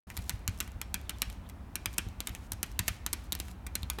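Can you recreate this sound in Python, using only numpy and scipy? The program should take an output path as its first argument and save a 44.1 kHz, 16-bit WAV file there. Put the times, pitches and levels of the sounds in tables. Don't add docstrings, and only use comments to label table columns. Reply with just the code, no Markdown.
import sys
import numpy as np
from scipy import signal
from scipy.fft import rfft, irfft, next_fast_len
from scipy.io import wavfile
from scipy.ndimage import uniform_filter1d

SR = 44100
rng = np.random.default_rng(int(sys.argv[2]) if len(sys.argv) > 2 else 0)


def generate_wav(sig):
    pcm = np.round(np.clip(np.atleast_2d(sig).T, -1, 1) * 32767).astype(np.int16)
    wavfile.write(sys.argv[1], SR, pcm)


N = 176400


def undb(db):
    return 10 ** (np.asarray(db) / 20)


def unit(x):
    return x / np.sqrt(np.sum(x ** 2) + 1e-18)


def decay(t, t60_s):
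    return np.exp(-np.log(1000) * t / t60_s)


def lookup(table, hz):
    table_hz, values = np.array(table, float).T
    return np.interp(np.log(np.maximum(hz, 1)), np.log(table_hz), values)


def colour(x, spectrum):
    n = next_fast_len(len(x)) * 2
    cepstrum = irfft(lookup(spectrum, np.arange(n // 2 + 1) * SR / n) * np.log(10) / 20)
    cepstrum[1:n // 2] *= 2
    cepstrum[n // 2 + 1:] = 0
    return irfft(rfft(x, n) * np.exp(rfft(cepstrum)))[:len(x)]


def add(out, time_s, x):
    i = max(int(round(time_s * SR)), 0)
    out[i:i + len(x)] += x[:max(len(out) - i, 0)]


def dense_ring(spectrum, t60s, size, bands=18):
    t, f = np.arange(size) / SR, np.arange(size // 2 + 1) * SR / size
    edges_hz = np.geomspace(120, 18000, bands + 1)
    noise = rfft(rng.standard_normal(size)) * undb(lookup(spectrum, f))
    out = np.zeros(size)
    for lo, hi in zip(edges_hz, edges_hz[1:]):
        band = irfft(noise * (f >= lo) * (f < hi))
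        out += band * unit(decay(t, lookup(t60s, np.sqrt(lo * hi))))
    return unit(out)


def modes(table, scatter_db, size=16384):
    out, t = np.zeros(size), np.arange(size) / SR
    for hz, db, t60_s in table:
        gain = undb(db + scatter_db * rng.standard_normal())
        out += gain * np.sin(2 * np.pi * hz * t) * decay(t, t60_s)
    return out


# (frequency [Hz], level [dB])
RUMBLE_SPECTRUM = [(20, -19), (35, -5), (58, 3), (80, -1), (110, -9), (150, -16.5), (185, -12), (260, -16),
                   (400, -28), (600, -43), (1500, -52)]
AIR_SPECTRUM = [(100, 2.5), (500, 2.5), (800, 5.5), (1300, 0), (2500, -8.5), (5000, -20.5), (10000, -29.5),
                (13000, -36), (16000, -39)]


def room_tone(rumble_db=-44, air_db=-58):
    rumble = unit(colour(rng.standard_normal(N), RUMBLE_SPECTRUM))
    air = unit(colour(rng.standard_normal(N), AIR_SPECTRUM))
    return np.sqrt(N) * (undb(rumble_db) * rumble + undb(air_db) * air)


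# (frequency [Hz], level [dB])
ROOM_SPECTRUM = [(200, 21), (500, -9), (1000, 8), (2300, 11), (3300, 8.5), (6000, 3), (10000, -3.5),
                 (14000, -8.5), (17000, -45)]
# (frequency [Hz], t60 [s])
ROOM_T60 = [(200, 0.17), (2000, 0.63), (6000, 0.49), (10000, 0.57), (16000, 0.093)]


def room_echo(direct, level_db=-23, delay_s=0.005):
    out = np.zeros(N)
    response = dense_ring(ROOM_SPECTRUM, ROOM_T60, size=32768)
    add(out, delay_s, undb(level_db) * signal.fftconvolve(direct, response))
    return out


def room_wash(strikes, send_db=-15, delay_s=0.0017, bands=12):
    out, f = np.zeros(N), np.arange(N // 2 + 1) * SR / N
    noise = rfft(unit(colour(rng.standard_normal(N), ROOM_SPECTRUM))) * np.sqrt(N)
    edges_hz = np.geomspace(300, 18000, bands + 1)
    for lo, hi in zip(edges_hz, edges_hz[1:]):
        centre_hz, energy = np.sqrt(lo * hi), np.zeros(N)
        for time_s, db, body_db, *_ in strikes:
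            band_db = db + send_db + lookup(body_shelf(body_db), centre_hz)
            add(energy, time_s + delay_s, undb([band_db]) ** 2)
        retained = decay(1 / SR, lookup(ROOM_T60, centre_hz)) ** 2
        power = signal.lfilter([1 - retained], [1, -retained], energy)
        out += irfft(noise * (f >= lo) * (f < hi)) * np.sqrt(power)
    return out


# (time [s], length [s], start [Hz], end [Hz], level [dB])
SQUEAKS = [(1.042, 0.047, 3650, 3450, -65), (1.114, 0.055, 3300, 3630, -62), (1.436, 0.06, 3250, 3660, -65),
           (2.75, 0.039, 2700, 2870, -62)]


def squeaks(width_hz=550):
    out = np.zeros(N)
    for time_s, length_s, start_hz, end_hz, db in SQUEAKS:
        n = int(length_s * SR)
        grip = uniform_filter1d(rng.standard_normal(8192), int(SR / width_hz))[:n]
        grip = unit(grip) * np.sqrt(2 * n)
        glide = np.sin(2 * np.pi * np.cumsum(np.linspace(start_hz, end_hz, n)) / SR)
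        add(out, time_s, undb(db) * grip * np.hanning(n) * glide)
    return out


# (time [s], length [s], level [dB])
SCUFFS = [(0.06, 0.11, -60.5), (0.143, 0.18, -60.5), (0.312, 0.063, -63), (0.497, 0.2, -63.5),
          (1.128, 0.26, -65.5), (1.87, .19, -64), (2.215, 0.21, -64), (2.394, 0.087, -62),
          (2.642, 0.088, -68), (2.808, .18, -60), (3.148, 0.14, -65), (3.352, .21, -60.5),
          (3.90, 0.078, -64)]
# (frequency [Hz], level [dB])
SCUFF_SPECTRUM = [(600, -10), (2500, 0), (6000, 0), (10000, -3), (14000, -6), (16000, -10)]


def scuffs(slips_per_s=5000, slip_spread_db=4, pressure_db=2.5, pressure_s=0.015):
    out = np.zeros(N)
    slips = (rng.random(N) < slips_per_s / SR) * rng.choice([-1, 1], N)
    slips = slips * undb(slip_spread_db * np.clip(rng.standard_normal(N), -2, 2))
    pressure = unit(uniform_filter1d(rng.standard_normal(N), int(pressure_s * SR))) * np.sqrt(N)
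    rub = unit(colour(slips * undb(pressure_db * pressure), SCUFF_SPECTRUM)) * np.sqrt(N)
    for time_s, length_s, db in SCUFFS:
        slide = rub[int(time_s * SR):int((time_s + length_s) * SR)]
        add(out, time_s, undb(db) * slide * signal.windows.tukey(len(slide), 0.5))
    return out


# (frequency [Hz], level [dB])
GLASS_SPECTRUM = [(150, -5), (250, 4.5), (500, -11), (1000, -2), (1900, -0.5), (2800, -2), (4000, -3),
                  (5000, -7.5), (7000, -9.5), (12000, -11), (16000, -22.5)]
# (frequency [Hz], t60 [s])
GLASS_T60 = [(200, 0.077), (900, 0.02), (2000, 0.11), (4000, 0.033), (8000, 0.039), (16000, 0.038)]


def glass_ring(size):
    return dense_ring(GLASS_SPECTRUM, GLASS_T60, size)


# (time [s], frame level [dB])
KNOCKS = [(3.986, -38)]
# (frequency [Hz], level [dB], t60 [s])
FRAME_MODES = [(245, -9, 0.077), (427, 6, 0.024), (860, 2.5, 0.068), (1140, 4, 0.014), (2100, -15, 0.024),
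               (2130, -15, .025)]


def door_knock(glass_db=-13.5):
    out = np.zeros(N)
    for time_s, frame_db in KNOCKS:
        add(out, time_s, undb(frame_db) * modes(FRAME_MODES, scatter_db=1.5))
        add(out, time_s, undb(glass_db) * glass_ring(4096))
    return out


# (time [s], level [dB], push length [s])
PAD_BLOWS = [(0.183, -29.5, 0.0062), (.334, -26, 0.0082), (.483, -28.5, 0.0048), (0.753, -34.5, 0.0063),
             (0.952, -41.5, 0.0059), (1.038, -36.5, 0.008), (1.27, -32, 0.0071), (1.866, -38, .003),
             (2.066, -34.5, 0.0012), (2.30, -37, 0.0038), (2.53, -34, 0.0088), (2.797, -30, 0.0029),
             (2.881, -38.5, 0.0026), (2.904, -37.5, 0.0025), (3.50, -41, 0.0022), (3.831, -31.5, 0.0025)]
# (frequency [Hz], level [dB], t60 [s])
PANE_MODES = [(56, -7.5, 0.35), (81, -5.5, 0.098), (99.5, 2.5, 0.1), (179, -6, 0.15), (242, -13, 0.033),
              (326, -15.5, 0.089)]


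def pad_thumps():
    out = np.zeros(N)
    for time_s, db, push_s in PAD_BLOWS:
        push = np.hanning(int(push_s * SR) + 3)
        boom = signal.fftconvolve(modes(PANE_MODES, scatter_db=1.5), push / push.sum())
        add(out, time_s, undb(db) * boom)
    return out


# (frequency [Hz], level [dB])
CONTACT_SPECTRUM = [(100, -13), (250, -5.5), (520, -19.5), (800, -8.5), (2500, -3), (4100, 0), (4800, -4.5),
                    (6200, 1.5), (8000, 0.5), (12500, 0), (15000, -4), (17000, -33.5)]


def claw_contact(excitation):
    return unit(colour(excitation, CONTACT_SPECTRUM))


# (time [s], level [dB])
GRAZES = [(.2787, -38), (.393, -40), (.494, -28), (.576, -31), (.588, -29), (.718, -33), (1.0134, -33),
          (1.185, -30), (1.3268, -30.5), (1.4903, -30), (1.930, -29.5), (1.938, -27), (1.9432, -30),
          (2.0869, -30), (2.6632, -33), (2.7165, -31), (2.724, -38), (2.8731, -30), (2.965, -38),
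          (3.20, -45), (3.241, -37), (3.3904, -30), (3.5134, -29), (3.8227, -34), (3.9338, -31),
          (3.968, -46)]


def claw_grazes(decay_s=0.0014):
    out, t = np.zeros(N), np.arange(1024) / SR
    for time_s, db in GRAZES:
        scratch = rng.standard_normal(len(t)) * np.exp(-t / decay_s)
        add(out, time_s, undb(db) * claw_contact(scratch))
    return out


# (frequency [Hz], level [dB], t60 [s])
TINK_MODES = [(988, -4.5, 0.084), (1246, 2, .08), (1740, -24, 0.17), (1906, -13, 0.19), (2394, 5.5, .09),
              (2770, 1.5, 0.051), (3210, 3, 0.095), (4025, -1.5, 0.11), (5465, -9.5, 0.18),
              (6250, -7, 0.14)]


def pane_response(size, echoes=3, edge_db=-11, edge_delay_s=0.0016, ring_db=-5.5, tink_db=-16):
    f = np.arange(size // 2 + 1) * SR / size
    tick = signal.unit_impulse(size)
    paths = np.arange(1, echoes + 1) * rng.uniform(0.5023, 1.2, echoes)
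    for order, path in enumerate(paths, 1):
        cycles = 2 * edge_delay_s * path * np.sqrt(4000 * f)
        loss = path * f / 18000
        tick += undb(edge_db) / order * irfft(np.exp(-2j * np.pi * cycles - loss))
    ring = undb(ring_db) * glass_ring(size)
    tink = undb(tink_db) * unit(modes(TINK_MODES, scatter_db=3, size=size))
    return claw_contact(tick) + ring + tink


def body_shelf(body_db):
    return [(2800, body_db), (4800, 0)]


# (time [s], level [dB], body [dB], second claw lag [ms], second claw level [dB],
# ping frequency [Hz], ping level [dB])
CLAW_STRIKES = [(0.1021, -22.5, 7, 0.35, -15, 2400, -25), (0.1683, -16.0, 2, 0.57, -4, 1730, -14),
                (0.1747, -13.5, -0.5, 0.91, -13, 2300, -9), (0.1904, -28.5, 8, 0.29, -3, 3060, -18),
                (0.2949, -5.4, -0.5, 0.25, 20, 4300, -13), (0.3045, -22, 3.5, 0.45, 9, 1940, -2.5),
                (0.478, -5, -2, 0.69, -7.5, 2900, -10.5), (0.603, -6, -1.5, 0.69, 11, 2810, -8),
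                (0.6077, -10.5, 2, 0.79, -2, 2600, -10), (0.6276, -28.6, 2, 0.23, -9, 1840, -10),
                (0.6767, -28, 3.5, 1, 1, 2310, -11), (0.8151, -10, -2.5, 0.91, 0, 2410, -6),
                (0.9422, -4.5, -1, 1.21, 5.5, 4000, -11.5), (1.0944, -9, 2.0, 1.35, 6, 3900, -19),
                (1.1054, -25, 7, 0.75, 7, 3900, -11), (1.2196, -1.5, -0.5, 0.76, -6, 4400, -19),
                (1.2282, -24.5, 4.5, 0.21, -12, 1950, 2), (1.3, -25, 7.5, 0.23, -6, 2420, -12),
                (1.4968, -26, 4, 2.04, 5, 2340, -11), (1.7557, -7, -1, 0.73, -2, 2790, -11),
                (1.7589, -20, 2, 0.39, -24, 2780, -5), (1.8586, -5, 0.5, 0.38, -16, 2400, -7.5),
                (1.9812, -6, -8.5, 0.55, -21, 2740, -5), (1.9835, -2, 0.5, 0.73, -9.5, 2730, -11),
                (2.2044, -10, 1, 0.27, 11, 4070, -12), (2.272, -8.5, 1, 1.36, 2.0, 2240, -12.5),
                (2.2856, -28, 9, 0.47, -8.0, 1400, -8), (2.2934, -22, 4, 0.36, -11.0, 2300, -15),
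                (2.35, -17.5, 0, 0.32, -11, 2600, -7), (2.5198, -11.5, -1.5, 1.3, -11, 4120, -12),
                (2.521, -9.1, -8.0, 0.22, -1, 4010, -15), (2.533, -20, -4, 1.4, -3, 2160, -13),
                (2.63, -4.5, -4.5, 0.66, -5.0, 3150, -10.5), (2.6327, -12.8, 2.5, 0.32, -25, 2310, -11),
                (2.6377, -25, 3.0, 0.58, -10.0, 3750, -17), (2.7918, -1.5, -3.5, 1.1, -2.5, 4200, -11),
                (2.794, -10, 3.5, 0.84, 7, 3850, -23), (2.8807, -2, -2.5, 0.61, -18, 3040, -8),
                (2.8839, -6, -0.5, 0.69, -7, 2710, -7), (2.889, -16.9, -8, 0.31, -10.0, 2820, -12),
                (3.0635, -5, -1.5, 0.81, 16, 1780, -14.5), (3.1301, -6, -1.5, 0.89, -4, 3780, -34),
                (3.1337, -7, 0.5, 0.39, -22, 2280, -16), (3.1398, -24, 7, 0.24, -11.0, 2200, -11),
                (3.3225, -6, -2, 0.3, 5, 3920, -4.5), (3.3282, -10.5, 2.0, 0.54, -8, 3950, -19),
                (3.3518, -12.5, -3, 0.43, -17, 1880, -9), (3.4009, -10, -0.5, 0.25, -25, 3930, -14),
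                (3.4836, -29, 8, 1.06, -8.0, 2230, -10), (3.6664, -20, 4, 0.87, 0, 2320, -16),
                (3.6698, -20.5, 0.0, 0.86, -5, 2270, -14), (3.754, -5.5, -8, 0.73, -4.0, 4050, -18),
                (3.7557, -9, 1.5, 0.49, -2, 4270, -18), (3.8314, -20, 5.5, 0.25, -3, 4180, -3.5),
                (3.9004, -5, -3, 0.9, 1, 3660, -13.5)]


def claw_strikes(trim_db=1, skid_db=-5, skid_s=0.0009, ping_t60_s=0.008, size=6144):
    out, t = np.zeros(N), np.arange(size) / SR
    for time_s, db, body_db, lag_ms, second_db, ping_hz, ping_db in CLAW_STRIKES:
        force = undb(skid_db) * unit(rng.standard_normal(size) * np.exp(-t / skid_s))
        force[0] += 1
        force[int(lag_ms * SR / 1000)] += undb(second_db)
        flam = unit(signal.fftconvolve(force, pane_response(size))[:size])
        ping = undb(ping_db) * unit(np.sin(2 * np.pi * ping_hz * t) * decay(t, ping_t60_s))
        add(out, time_s, undb(db + trim_db) * colour(flam + ping, body_shelf(body_db)))
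    return out


def scene():
    direct = claw_strikes() + claw_grazes() + scuffs() + squeaks() + door_knock()
    reverb = room_echo(direct) + room_wash(CLAW_STRIKES)
    return (direct + reverb + pad_thumps() + room_tone())[None]


def record(dry, low_hz=33, top_hz=16600, open_s=0.069, fade_s=0.0028):
    highpass = signal.butter(2, low_hz, "high", fs=SR, output="sos")
    lowpass = signal.ellip(8, 0.2, 80, top_hz, fs=SR, output="sos")
    opening = np.clip((np.arange(N) / SR - open_s) / fade_s, undb(-57), 1)
    return signal.sosfilt(lowpass, signal.sosfilt(highpass, dry) * opening)


dry = scene()
out = record(dry)
generate_wav(out)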